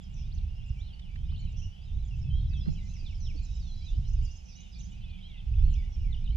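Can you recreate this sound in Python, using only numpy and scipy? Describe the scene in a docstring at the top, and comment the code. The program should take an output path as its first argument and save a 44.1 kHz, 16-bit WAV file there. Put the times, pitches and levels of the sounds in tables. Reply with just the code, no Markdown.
"""Dawn on a still lake, heard from a small boat. Throughout: wooded-shore chorus, hull wash, murmur and hiss,
while air rumbles unevenly on the microphone ports. Near birds whistle, slide, tsip, buzz and arch from the start;
boat ticks and bumps join after 1 s, rising see-see pairs near 4 s, a stuttering call just after 6 s.
Birds are swept sines with trembling pitch and level, plus shore echoes and a diffuse wood tail;
air and far blur are shaped noise; boat contacts are noise bursts in damped resonances."""
import sys
import numpy as np
from scipy import signal
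from scipy.fft import rfft, irfft
from scipy.io import wavfile
from scipy.ndimage import uniform_filter1d

SR = 44100
rng = np.random.default_rng(int(sys.argv[2]) if len(sys.argv) > 2 else 0)


def wav_out(sig):
    """Save sig, one row per channel (or a flat mono array), as 16-bit PCM at SR to the path in sys.argv[1]."""
    wavfile.write(sys.argv[1], SR, np.round(np.clip(np.atleast_2d(sig).T, -1, 1) * 32767).astype(np.int16))


N = 280476
TIME_S = np.arange(N) / SR
BINS_HZ = np.arange(N // 2 + 1) * SR / N

# Landscape murmur spectrum: (frequency [Hz], relative density [dB/Hz])
MURMUR_SPECTRUM = [(200, 0), (310, 0), (385, -5), (470, -3), (570, -6), (730, 0), (860, -.5), (1020, -12),
                   (1400, -11), (1750, -13), (2600, -20)]
# Hiss spectrum: (frequency [Hz], relative density [dB/Hz])
HISS_SPECTRUM = [(300, 3.5), (1500, -0.5), (5000, -7), (8000, -9), (12500, -11.5)]
# Air on the ports, before layer gains: (time [s], deep rumble [dB], upper flutter [dB])
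WIND_DB = [(0.0, -43.5, -51.5), (0.44, -32, -37.5), (1.04, -43.5, -50.5), (1.29, -36.5, -40),
           (1.66, -35.5, -40), (1.75, -50, -54), (1.99, -27.5, -35.5), (2.01, -30.5, -43), (2.3, -39, -33),
           (2.35, -24.5, -32), (2.67, -31.5, -35), (2.83, -37.5, -45), (3.65, -32.5, -47),
           (3.89, -39.5, -45.5), (3.94, -26, -47), (3.99, -27.5, -35), (4.04, -34.5, -40.5),
           (4.15, -25.5, -43.5), (4.24, -26, -35), (4.31, -41.5, -49.5), (4.59, -45.5, -58),
           (4.96, -39.5, -47), (5.35, -45, -53.5), (5.65, -22, -36.5), (5.93, -32.5, -42.5),
           (6.34, -29, -43.5)]
# Single puffs on the ports: (time [s], rise above the surrounding wind [dB])
PUFFS = [(.71, 10), (1.451, 7), (3.41, 4.5)]
# Deep buffeting spectrum: (frequency [Hz], relative density [dB/Hz])
RUMBLE_SPECTRUM = [(12, -30), (25, 2.5), (40, -4), (62, -2), (80, -13.5), (120, -21)]
# Upper buffeting spectrum: (frequency [Hz], relative density [dB/Hz])
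FLUTTER_SPECTRUM = [(45, -15.5), (72, 2), (100, -4), (130, -8), (170, -16.5), (220, -26.5), (300, -47.5),
                    (500, -56)]
# Wash around the hull: (frequency [Hz], relative density [dB/Hz])
WASH_SPECTRUM = [(80, -30), (130, -3), (180, 7.5), (225, -6.5), (280, -19), (400, -27)]
RUMBLE_GAIN_DB, FLUTTER_GAIN_DB = 0.69, 2.5
PUFF_HALF_S, GUST_SCALE_DB = 0.015, 0.89  # 1/e half-length; multiplies walk()

# Far singers, before layer gains: (time [s], low voices [dB], high voices [dB])
CHORUS_DB = [(0.0, -68, -80.5), (0.69, -69, -80.5), (2.57, -69, -78), (2.73, -68.5, -71),
             (4.52, -69.5, -73), (5.17, -65.5, -81.5), (6.0, -68, -77), (6.36, -68.5, -80)]
# Low far voices: (frequency [Hz], relative density [dB/Hz])
LOW_VOICE_SPECTRUM = [(1600, -26), (2000, -10), (2400, -4.5), (3000, -2), (3600, -9), (4200, -13.5),
                      (5000, -18)]
# High far voices: (frequency [Hz], relative density [dB/Hz])
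HIGH_VOICE_SPECTRUM = [(4000, -12.5), (4900, -4.5), (5250, 0), (5700, -6), (6300, -6.5), (7000, -11.5),
                       (7600, -12.5), (8100, -34)]

# Level whistles: (start [s], length [s], mid-note pitch [Hz], level [dB])
WHISTLES = [(0.554, 0.17, 2790, -65), (0.767, 0.044, 2353, -64), (0.947, 0.18, 2984, -67.5),
            (1.104, 0.049, 2340, -64.5), (1.273, 0.2, 3030, -64), (1.708, 0.091, 3000, -64),
            (2.212, 0.033, 5300, -64.5), (2.232, 0.086, 2630, -65), (2.506, .09, 2616, -62.5),
            (2.603, 0.14, 2714, -70), (2.805, 0.061, 2078, -65.5), (2.892, 0.13, 2674, -67.5),
            (3.712, .17, 3990, -65), (4.208, 0.18, 2814, -66.5), (4.554, 0.16, 2934, -64.5),
            (4.752, 0.044, 2400, -65), (4.917, 0.029, 2940, -62), (5.104, 0.07, 3450, -66.5)]
WHISTLE_DROOP, WHISTLE_LEFT_DB = 0.012, 3.5  # share by which both ends lie flat; left minus right
# Slurs that settle on a pitch: (start [s], length [s], first [Hz], final [Hz], level [dB])
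SLIDES = [(.005, 0.076, 3600, 3170, -66.5), (0.646, 0.064, 2310, 2817, -67), (1.566, 0.13, 3560, 2833, -66),
          (1.615, .05, 2547, 2944, -58.5), (2.106, 0.059, 2890, 2634, -61), (2.293, .12, 3036, 3250, -58),
          (2.338, .085, 3540, 4220, -71), (2.53, .06, 4040, 3155, -58), (2.565, .1, 6010, 4930, -65),
          (2.591, 0.036, 3150, 3440, -57.5), (2.951, .07, 5960, 4700, -63), (2.608, .09, 3760, 4190, -69.5),
          (3.2, .085, 6510, 5370, -58.5), (3.358, 0.045, 4340, 4590, -63),
          (3.587, 0.062, 6340, 4270, -64.5), (3.641, 0.082, 3950, 3326, -64), (5.003, .08, 3150, 2964, -66),
          (5.06, .09, 2590, 2430, -65.5), (5.226, 0.056, 2900, 3240, -57), (6.323, 0.038, 2265, 2370, -64)]
SLIDE_EASE, SLIDE_LEFT_DB = 2.4, -1  # higher ease settles earlier
# Exponential sweeps: (start [s], length [s], first [Hz], last [Hz], level [dB])
SWEEPS = [(0.617, .025, 3180, 3620, -67), (.93, 0.024, 4760, 4250, -66), (1.012, 0.095, 3790, 2190, -65.5),
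          (1.286, 0.041, 2700, 4660, -63.5), (1.36, .012, 4570, 3380, -61.5),
          (1.815, .055, 4643, 5380, -71.5), (2.489, 0.061, 5440, 3950, -70),
          (2.753, 0.046, 3480, 2110, -63), (2.932, .042, 3690, 1956, -65), (3.042, 0.097, 4410, 2135, -58),
          (3.247, .077, 4220, 2117, -57.5), (3.801, .18, 2214, 3162, -67), (3.863, 0.038, 4080, 3440, -56),
          (4.046, .035, 3340, 2800, -65.5), (4.248, 0.036, 5320, 4570, -62),
          (4.482, 0.077, 5400, 4300, -65.5), (4.714, 0.069, 5320, 4300, -63),
          (4.734, .039, 3200, 6290, -64), (4.8, 0.017, 4240, 2730, -62), (5.038, 0.015, 3340, 3600, -58.5),
          (5.274, .11, 2430, 1950, -68.5), (5.375, 0.034, 3750, 2980, -60), (5.73, .038, 2590, 3770, -60.5),
          (5.747, 0.11, 2540, 1910, -64), (5.919, 0.044, 5850, 5280, -65), (6.039, 0.11, 2440, 1890, -65)]
SWEEP_BALANCE, SWEEP_LEFT_DB = 0.45, -1  # below 0.5: front-weighted

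# Tsip pairs: (first note's hook top [s], first note [dB], second note [dB])
TSIPS = [(0.008, -69.5, -70), (0.672, -67.5, -73.5), (1.39, -67, -72), (2.061, -64.5, -71),
         (2.719, -64, -70.5), (3.434, -61, -64), (4.237, -59, -68), (4.793, -60.5, -68),
         (5.717, -62.5, -81)]
# Tsip shape, hook up then plunge: (time from top [s], nominal pitch [Hz], relative level [dB])
TSIP_SHAPE = [(-.016, 5300, -14), (-.009, 6700, -8), (-.002, 7350, -9), (.008, 7280, -6), (.017, 6900, -1),
              (.024, 6150, 3), (.031, 4800, -2)]
TSIP_GAP_S = 0.114

STRAY_PER_S, STRAY_BASE_DB, STRAY_SPREAD_DB = 16, -75, 3  # levels lie 1-2 spreads above base
STRAY_HZ, STRAY_LENGTH_S = (2288, 4220), (0.02, 0.098)
STRAY_SWEEP = 0.26  # widest end-to-end glide, as a share of pitch

# Trilled notes:
# (start [s], end [s], first [Hz], middle [Hz], last [Hz], rate [Hz], peak depth [Hz], level [dB])
TRILLS = [(0.137, 0.249, 6130, 5900, 5360, 148, 480, -66),
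          (1.558, 1.679, 5780, 6070, 5520, 145.6, 490, -62.5),
          (3.452, 3.674, 3840, 3885, 3850, 44.7, 130, -69), (3.658, 3.75, 4200, 4220, 4020, 44.5, 129, -64),
          (4.449, 4.563, 5950, 5930, 5520, 146, 460, -64.5)]
# Arched notes: (top [s], rise [s], fall [s], foot pitch [Hz], top pitch [Hz], level at foot [dB])
ARCHES = [(0.358, 0.061, 0.046, 2630, 6260, -62), (0.836, 0.059, 0.12, 2860, 4020, -61),
          (1.411, 0.085, .08, 2450, 4410, -60), (2.001, .035, .07, 3310, 4080, -67.5),
          (2.92, 0.059, 0.052, 5460, 6520, -61), (3.78, 0.042, 0.059, 4390, 5200, -66),
          (5.255, .075, .14, 2470, 4100, -60.5), (5.574, 0.046, 0.037, 2400, 3680, -62)]
ARCH_TOP_DB, ARCH_LEFT_DB = -7, -2.5  # top relative to foot; left minus right

# Light ticks of fishing tackle: (time [s], relative peak level [dB], resonance [Hz])
TICKS = [(.993, -48.5, 3020), (1.157, -49.5, 1780), (1.32, -57, 1080), (2.532, -49.5, 1890),
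         (2.657, -55, 1400), (2.67, -54, 955), (2.683, -53, 1800)]
# Soft bumps on the hull: (time [s], relative peak level [dB], resonance [Hz])
BUMPS = [(1.53, -61, 486), (2.66, -50, 460), (2.668, -26, 173), (2.675, -42, 250), (2.686, -28.5, 158),
         (2.725, -54, 298), (3.025, -53, 290), (3.342, -45, 289), (3.35, -57.5, 470), (3.46, -55, 280),
         (3.945, -53.5, 310), (4.18, -53, 335)]

# See-see pairs, growing louder: (start [s], level [dB])
SEEPS = [(3.842, -69.5), (4.074, -66.5), (4.309, -64), (4.552, -61), (4.789, -60)]
SEEP_HZ = (5480, 6270, 6720)  # first, middle, last
SEEP_LENGTH_S, SEEP_GAP_S, SEEP_LEFT_DB = 0.031, 0.042, -4

# Downward stuttering calls: (start [s], level [dB])
STUTTERS = [(6.105, -52), (6.237, -54)]
# Three steps and an afternote: (time from start [s], pitch [Hz], relative level [dB])
STUTTER_SHAPE = [(0, 4370, -12), (.017, 3950, -14), (.026, 3604, 1), (0.036, 3350, -12), (.042, 2924, 4.5),
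                 (0.055, 2810, -27.5), (.06, 3200, -18), (0.073, 3050, 1.5), (.085, 2750, -29)]

# Shore-line echoes: (delay [s], level [dB])
ECHOES = [(.032, -16), (0.052, -21.5), (.078, -19.5)]
# Port differences for bird sound: (frequency [Hz], left minus right [dB], left phase lead [rad])
PORTS = [(2020, 0, 1.88), (2880, 0, 1.25), (3540, -3, 0.46), (4560, -8.5, 0.78), (5170, -17.5, -1.6),
         (5560, -14, 0.051), (7300, -8, -2.1)]
WOOD_T60_S, WOOD_DB = 0.5, -7.3
TOP_HZ = 12750


def undb(db):
    """Decibels to amplitude gain."""
    return 10 ** (np.asarray(db) / 20)


def unit(x):
    """Scale to rms 1."""
    return x / np.sqrt(np.mean(x ** 2) + 1e-20)


def curves(table):
    """Interpolate the columns of a time table at each sample."""
    time_s, *columns = np.transpose(table)
    return [np.interp(TIME_S, time_s, column) for column in columns]


def colour(x, spectrum):
    """Filter by (frequency [Hz], gain [dB]) points, -120 dB/octave past both ends; rms 1."""
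    hz, db = np.transpose(spectrum)
    octave, knots = np.log2(BINS_HZ + 1), np.log2(hz)
    outside = np.abs(octave - np.clip(octave, knots[0], knots[-1]))
    gain = undb(np.interp(octave, knots, db) - 120 * outside)
    return unit(irfft(rfft(x) * gain, N))


def noise(spectrum):
    """Gaussian noise with the given spectrum, rms 1."""
    return colour(rng.standard_normal(N), spectrum)


def pan(x, left_db):
    """Set left minus right level, keeping mean power."""
    gains = undb([[left_db / 2], [-left_db / 2]])
    return unit(gains) * x


def add(out, start_s, x):
    """Mix x into out at start_s."""
    i = int(np.clip(start_s * SR, 0, N - 1))
    out[..., i:i + x.shape[-1]] += x[..., :N - i]


def walk(rate_hz):
    """Random piecewise-linear wander, rms near 2."""
    k = int(SR / rate_hz)
    steps = np.repeat(rng.standard_normal(N // k + 1), k)
    return 2.37 * uniform_filter1d(steps, k)[:N]


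def progress(length_s):
    """Ramp from 0 to 1 over a note."""
    return np.linspace(0, 1, max(int(length_s * SR), 64))


def glide(length_s, first_hz, middle_hz, last_hz):
    """Parabolic pitch path through three points."""
    arc = np.polyfit([0, .5, 1], [first_hz, middle_hz, last_hz], 2)
    return np.polyval(arc, progress(length_s))


def whistle(hz, balance=0.48, focus=1., waver=0.0073, flutter_db=2.5):
    """Syrinx tone, rms 1: a swept sine under a swell, with random pitch and level tremble."""
    u, t = np.linspace(0, 1, len(hz)), np.arange(len(hz)) / SR
    knots_s = np.arange(80) / 160
    pitch, level = (np.interp(t, knots_s, c) for c in rng.standard_normal((2, 80)))
    swell = np.exp(-(focus * (u - balance)) ** 2 + 4 * (balance - .5) * u)
    swell = swell * signal.windows.tukey(len(hz), .2)
    phase = 2 * np.pi * np.cumsum(hz * (1 + waver * pitch)) / SR
    return unit(swell * undb(flutter_db * level) * np.sin(phase))


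def slur(time_s, hz, db):
    """Whistle along a time, pitch and level path; the throat cannot turn sharp corners."""
    t = np.arange(time_s[0], time_s[-1], 1 / SR)
    pitch_hz = uniform_filter1d(np.interp(t, time_s, hz), len(t) // 12, mode="nearest")
    return undb(np.interp(t, time_s, db)) * whistle(pitch_hz, focus=0)


def woods(x, t60_s):
    """Trunks and leaves scatter sound: a decaying noise tail, partly different at each ear."""
    t = np.arange(SR) / SR
    tail = rng.standard_normal(SR) + 0.97 * rng.standard_normal((2, SR))
    onset = 1 - np.exp(-t / 0.0052)
    decay = undb(-60 * t / t60_s) + 2.2 * np.exp(-t / 0.04)
    impulse = unit(tail * onset * decay) / np.sqrt(SR)
    return signal.fftconvolve(np.atleast_2d(x), impulse, axes=1)[:, :N]


def air():
    """Faint landscape murmur, wide by opposite polarity and independent noise, plus even hiss."""
    opposed = noise(MURMUR_SPECTRUM) * np.array([[1], [-1]])
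    murmur = opposed + 0.48 * np.array([noise(MURMUR_SPECTRUM), noise(MURMUR_SPECTRUM)])
    hiss = np.array([noise(HISS_SPECTRUM), noise(HISS_SPECTRUM)])
    return undb(-66 + 0.23 * walk(12.0)) * murmur + undb(-77) * hiss


def eddies(spectrum, apart, steady_s=0.077):
    """Port turbulence: shared plus independent noise, slow swells evened by moving power."""
    x = noise(spectrum) + apart * np.array([noise(spectrum), noise(spectrum)])
    power = uniform_filter1d(np.mean(x ** 2, axis=0), int(steady_s * SR))
    return x / np.sqrt(power + 1e-6)


def wind():
    """Two bands of port turbulence share gusts and puffs, over low wash around the hull."""
    deep_db, upper_db = curves(WIND_DB)
    puffs_db = sum(db * np.exp(-((TIME_S - s) / PUFF_HALF_S) ** 2) for s, db in PUFFS)
    gust_db = GUST_SCALE_DB * walk(8) + puffs_db
    rumble = undb(deep_db + gust_db + RUMBLE_GAIN_DB) * eddies(RUMBLE_SPECTRUM, apart=0.19)
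    flutter = undb(upper_db + gust_db + FLUTTER_GAIN_DB) * eddies(FLUTTER_SPECTRUM, apart=0.4)
    wash = undb(-54.5 + 1.5 * walk(2.354)) * noise(WASH_SPECTRUM)
    wash = wash * np.array([[1], [-1]])
    return pan(rumble, left_db=-3.5) + pan(flutter, left_db=-4.0) + pan(wash, left_db=-19)


def far_birds(low_hz, high_hz, spectrum, count, blur_db, direct_db):
    """Distant random slurs with wood echo, over noise for the blur of still farther singers."""
    calls = np.zeros(N)
    for when, pitch, length, slope, bend, size in rng.random((count, 6)):
        hz = low_hz + pitch * (high_hz - low_hz)
        sweep = 0.28 * (slope - .5)
        middle_hz = hz * (1 + .16 * (bend - .5))
        path = glide(0.0202 + .06 * length, hz * (1 - sweep), middle_hz, hz * (1 + sweep))
        add(calls, when * N / SR, undb(7.9 * size) * whistle(path))
    voices = colour(woods(calls, t60_s=0.31) + undb(direct_db) * calls, spectrum)
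    blur = colour(rng.standard_normal(N) + 0.78 * rng.standard_normal((2, N)), spectrum)
    return unit(voices + undb(blur_db) * blur)


def chorus():
    """Low and high far singers, each following its level curve."""
    low_db, high_db = curves(CHORUS_DB)
    low = far_birds(2200, 3900, LOW_VOICE_SPECTRUM, count=220, blur_db=2.0, direct_db=4.5)
    high = far_birds(4700, 6700, HIGH_VOICE_SPECTRUM, count=300, blur_db=-2.0, direct_db=3.0)
    return undb(low_db + 2.0) * low + pan(undb(high_db + 8.5) * high, left_db=5)


def whistlers():
    """Swept-sine notes: level whistles, slides easing onto a pitch, exponential sweeps."""
    out = np.zeros((2, N))
    for start_s, length_s, hz, db in WHISTLES:
        end_hz = hz * (1 - WHISTLE_DROOP)
        note = whistle(glide(length_s, end_hz, hz, end_hz), balance=0.43)
        add(out, start_s, pan(undb(db) * note, WHISTLE_LEFT_DB))
    for start_s, length_s, first_hz, final_hz, db in SLIDES:
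        hz = final_hz + (first_hz - final_hz) * (1 - progress(length_s)) ** SLIDE_EASE
        add(out, start_s, pan(undb(db) * whistle(hz, balance=0.5), SLIDE_LEFT_DB))
    for start_s, length_s, first_hz, last_hz, db in SWEEPS:
        hz = first_hz * (last_hz / first_hz) ** progress(length_s)
        note = whistle(hz, SWEEP_BALANCE, waver=.012, flutter_db=3.5)
        add(out, start_s, pan(undb(db) * note, SWEEP_LEFT_DB))
    return out


def tsips():
    """Pairs of hooked, plunging notes, the second softer; pitch varies by about 1%."""
    out = np.zeros(N)
    offset_s, hz, shape_db = np.transpose(TSIP_SHAPE)
    for s, first_db, second_db in TSIPS:
        for top_s, db in ((s, first_db), (s + TSIP_GAP_S, second_db)):
            note_hz = hz * (1 + 0.01 * rng.standard_normal())
            add(out, top_s + offset_s[0], slur(offset_s, note_hz, db + shape_db))
    return out


def strays():
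    """Faint single glides at random times, pitches and positions along the shore."""
    out = np.zeros((2, N))
    count = int(STRAY_PER_S * N / SR)
    for when, pitch, length, slope, bend, size, side in rng.random((count, 7)):
        hz = STRAY_HZ[0] * (STRAY_HZ[1] / STRAY_HZ[0]) ** pitch
        sweep = STRAY_SWEEP * (slope - .5)
        length_s = np.interp(length, (0, 1), STRAY_LENGTH_S)
        middle_hz = hz * (1 + .12 * (bend - .5))
        path = glide(length_s, hz * (1 - sweep), middle_hz, hz * (1 + sweep))
        level_db = STRAY_BASE_DB + STRAY_SPREAD_DB * (size + 1.0)
        add(out, when * N / SR, pan(undb(level_db) * whistle(path), left_db=10 * (side - .5)))
    return out


def trills():
    """Buzzy notes: fast sinusoidal pitch swing, each cycle loudest at its bottom."""
    out = np.zeros(N)
    for start_s, end_s, first_hz, middle_hz, last_hz, rate_hz, depth_hz, db in TRILLS:
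        hz = glide(end_s - start_s, first_hz, middle_hz, last_hz)
        swing = np.sin(2 * np.pi * rate_hz * np.arange(len(hz)) / SR)
        note = whistle(hz + depth_hz * swing, focus=1.3)
        add(out, start_s, undb(db) * (1 - .5 * swing) * note)
    return out


def archers():
    """Notes whose pitch climbs and sinks on a squared sine, thinning at the top."""
    out = np.zeros(N)
    for top_s, rise_s, fall_s, foot_hz, top_hz, db in ARCHES:
        u = np.concatenate([progress(rise_s), 1 + progress(fall_s)])
        height = np.sin(np.pi / 2 * u) ** 2
        hz = foot_hz + (top_hz - foot_hz) * height
        note = whistle(hz, focus=0, waver=0.013, flutter_db=5.0)
        add(out, top_s - rise_s, undb(db + ARCH_TOP_DB * height) * note)
    return pan(out, ARCH_LEFT_DB)


def knocks(table, burst_s, width):
    """Brief contacts: a noise burst through a damped resonance, applied twice."""
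    out, t = np.zeros(N), np.arange(SR // 5) / SR
    for s, db, hz in table:
        burst = rng.standard_normal(len(t)) * t * np.exp(-t / burst_s)
        resonance = signal.iirpeak(hz, 1 / width, fs=SR)
        x = signal.lfilter(*resonance, signal.lfilter(*resonance, burst))
        add(out, s, 2 * undb(db) * x / np.abs(x).max())
    return out


def boat():
    """Light ticks and dull bumps, opposite polarity at the two ears for width."""
    ticks = knocks(TICKS, burst_s=0.0025, width=0.9)
    bumps = knocks(BUMPS, burst_s=0.004, width=0.32)
    return pan((ticks + bumps) * np.array([[1], [-1]]), left_db=-7.0)


def seeps():
    """Pairs of short, high upward glides."""
    out = np.zeros(N)
    for start_s, db in SEEPS:
        for late_s in (0, SEEP_GAP_S):
            note = whistle(glide(SEEP_LENGTH_S, *SEEP_HZ), balance=0.44)
            add(out, start_s + late_s, undb(db) * note)
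    return pan(out, SEEP_LEFT_DB)


def stutters():
    """One stepped, falling pitch and level path, repeated."""
    out = np.zeros(N)
    offset_s, hz, shape_db = np.transpose(STUTTER_SHAPE)
    for start_s, db in STUTTERS:
        add(out, start_s, slur(offset_s, hz, db + shape_db))
    return pan(out, left_db=-0.5)


def near_birds():
    """Sum of the singers in the nearest trees."""
    return whistlers() + tsips() + strays() + trills() + archers() + seeps() + stutters()


def at_ports(sound):
    """Split frequency-dependent level and phase differences evenly between the ports."""
    hz, left_db, lead_rad = np.transpose(PORTS)
    phase = np.exp(.5j * np.interp(BINS_HZ, hz, lead_rad))
    half = undb(np.interp(BINS_HZ, hz, left_db) / 2) * phase
    ports = np.array([half, 1 / half])
    ports = ports / np.sqrt(np.mean(np.abs(ports) ** 2, axis=0))
    return irfft(rfft(sound) * ports, N)


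def birds():
    """Near singers with discrete echoes and wood tail, plus the far chorus, at both ports."""
    near = near_birds()
    echo = np.zeros((2, N))
    for delay_s, db in ECHOES:
        add(echo, delay_s, undb(db) * near)
    return at_ports(near + echo + undb(WOOD_DB) * woods(near, WOOD_T60_S) + chorus())


def scene():
    """Sum of air, wind, birds and boat."""
    return air() + wind() + birds() + boat()


def record(dry):
    """Steep elliptic low-pass removes the top."""
    lowpass = signal.ellip(10, .2, 80, TOP_HZ, fs=SR, output="sos")
    return signal.sosfilt(lowpass, dry)


dry = scene()
out = record(dry)
wav_out(out)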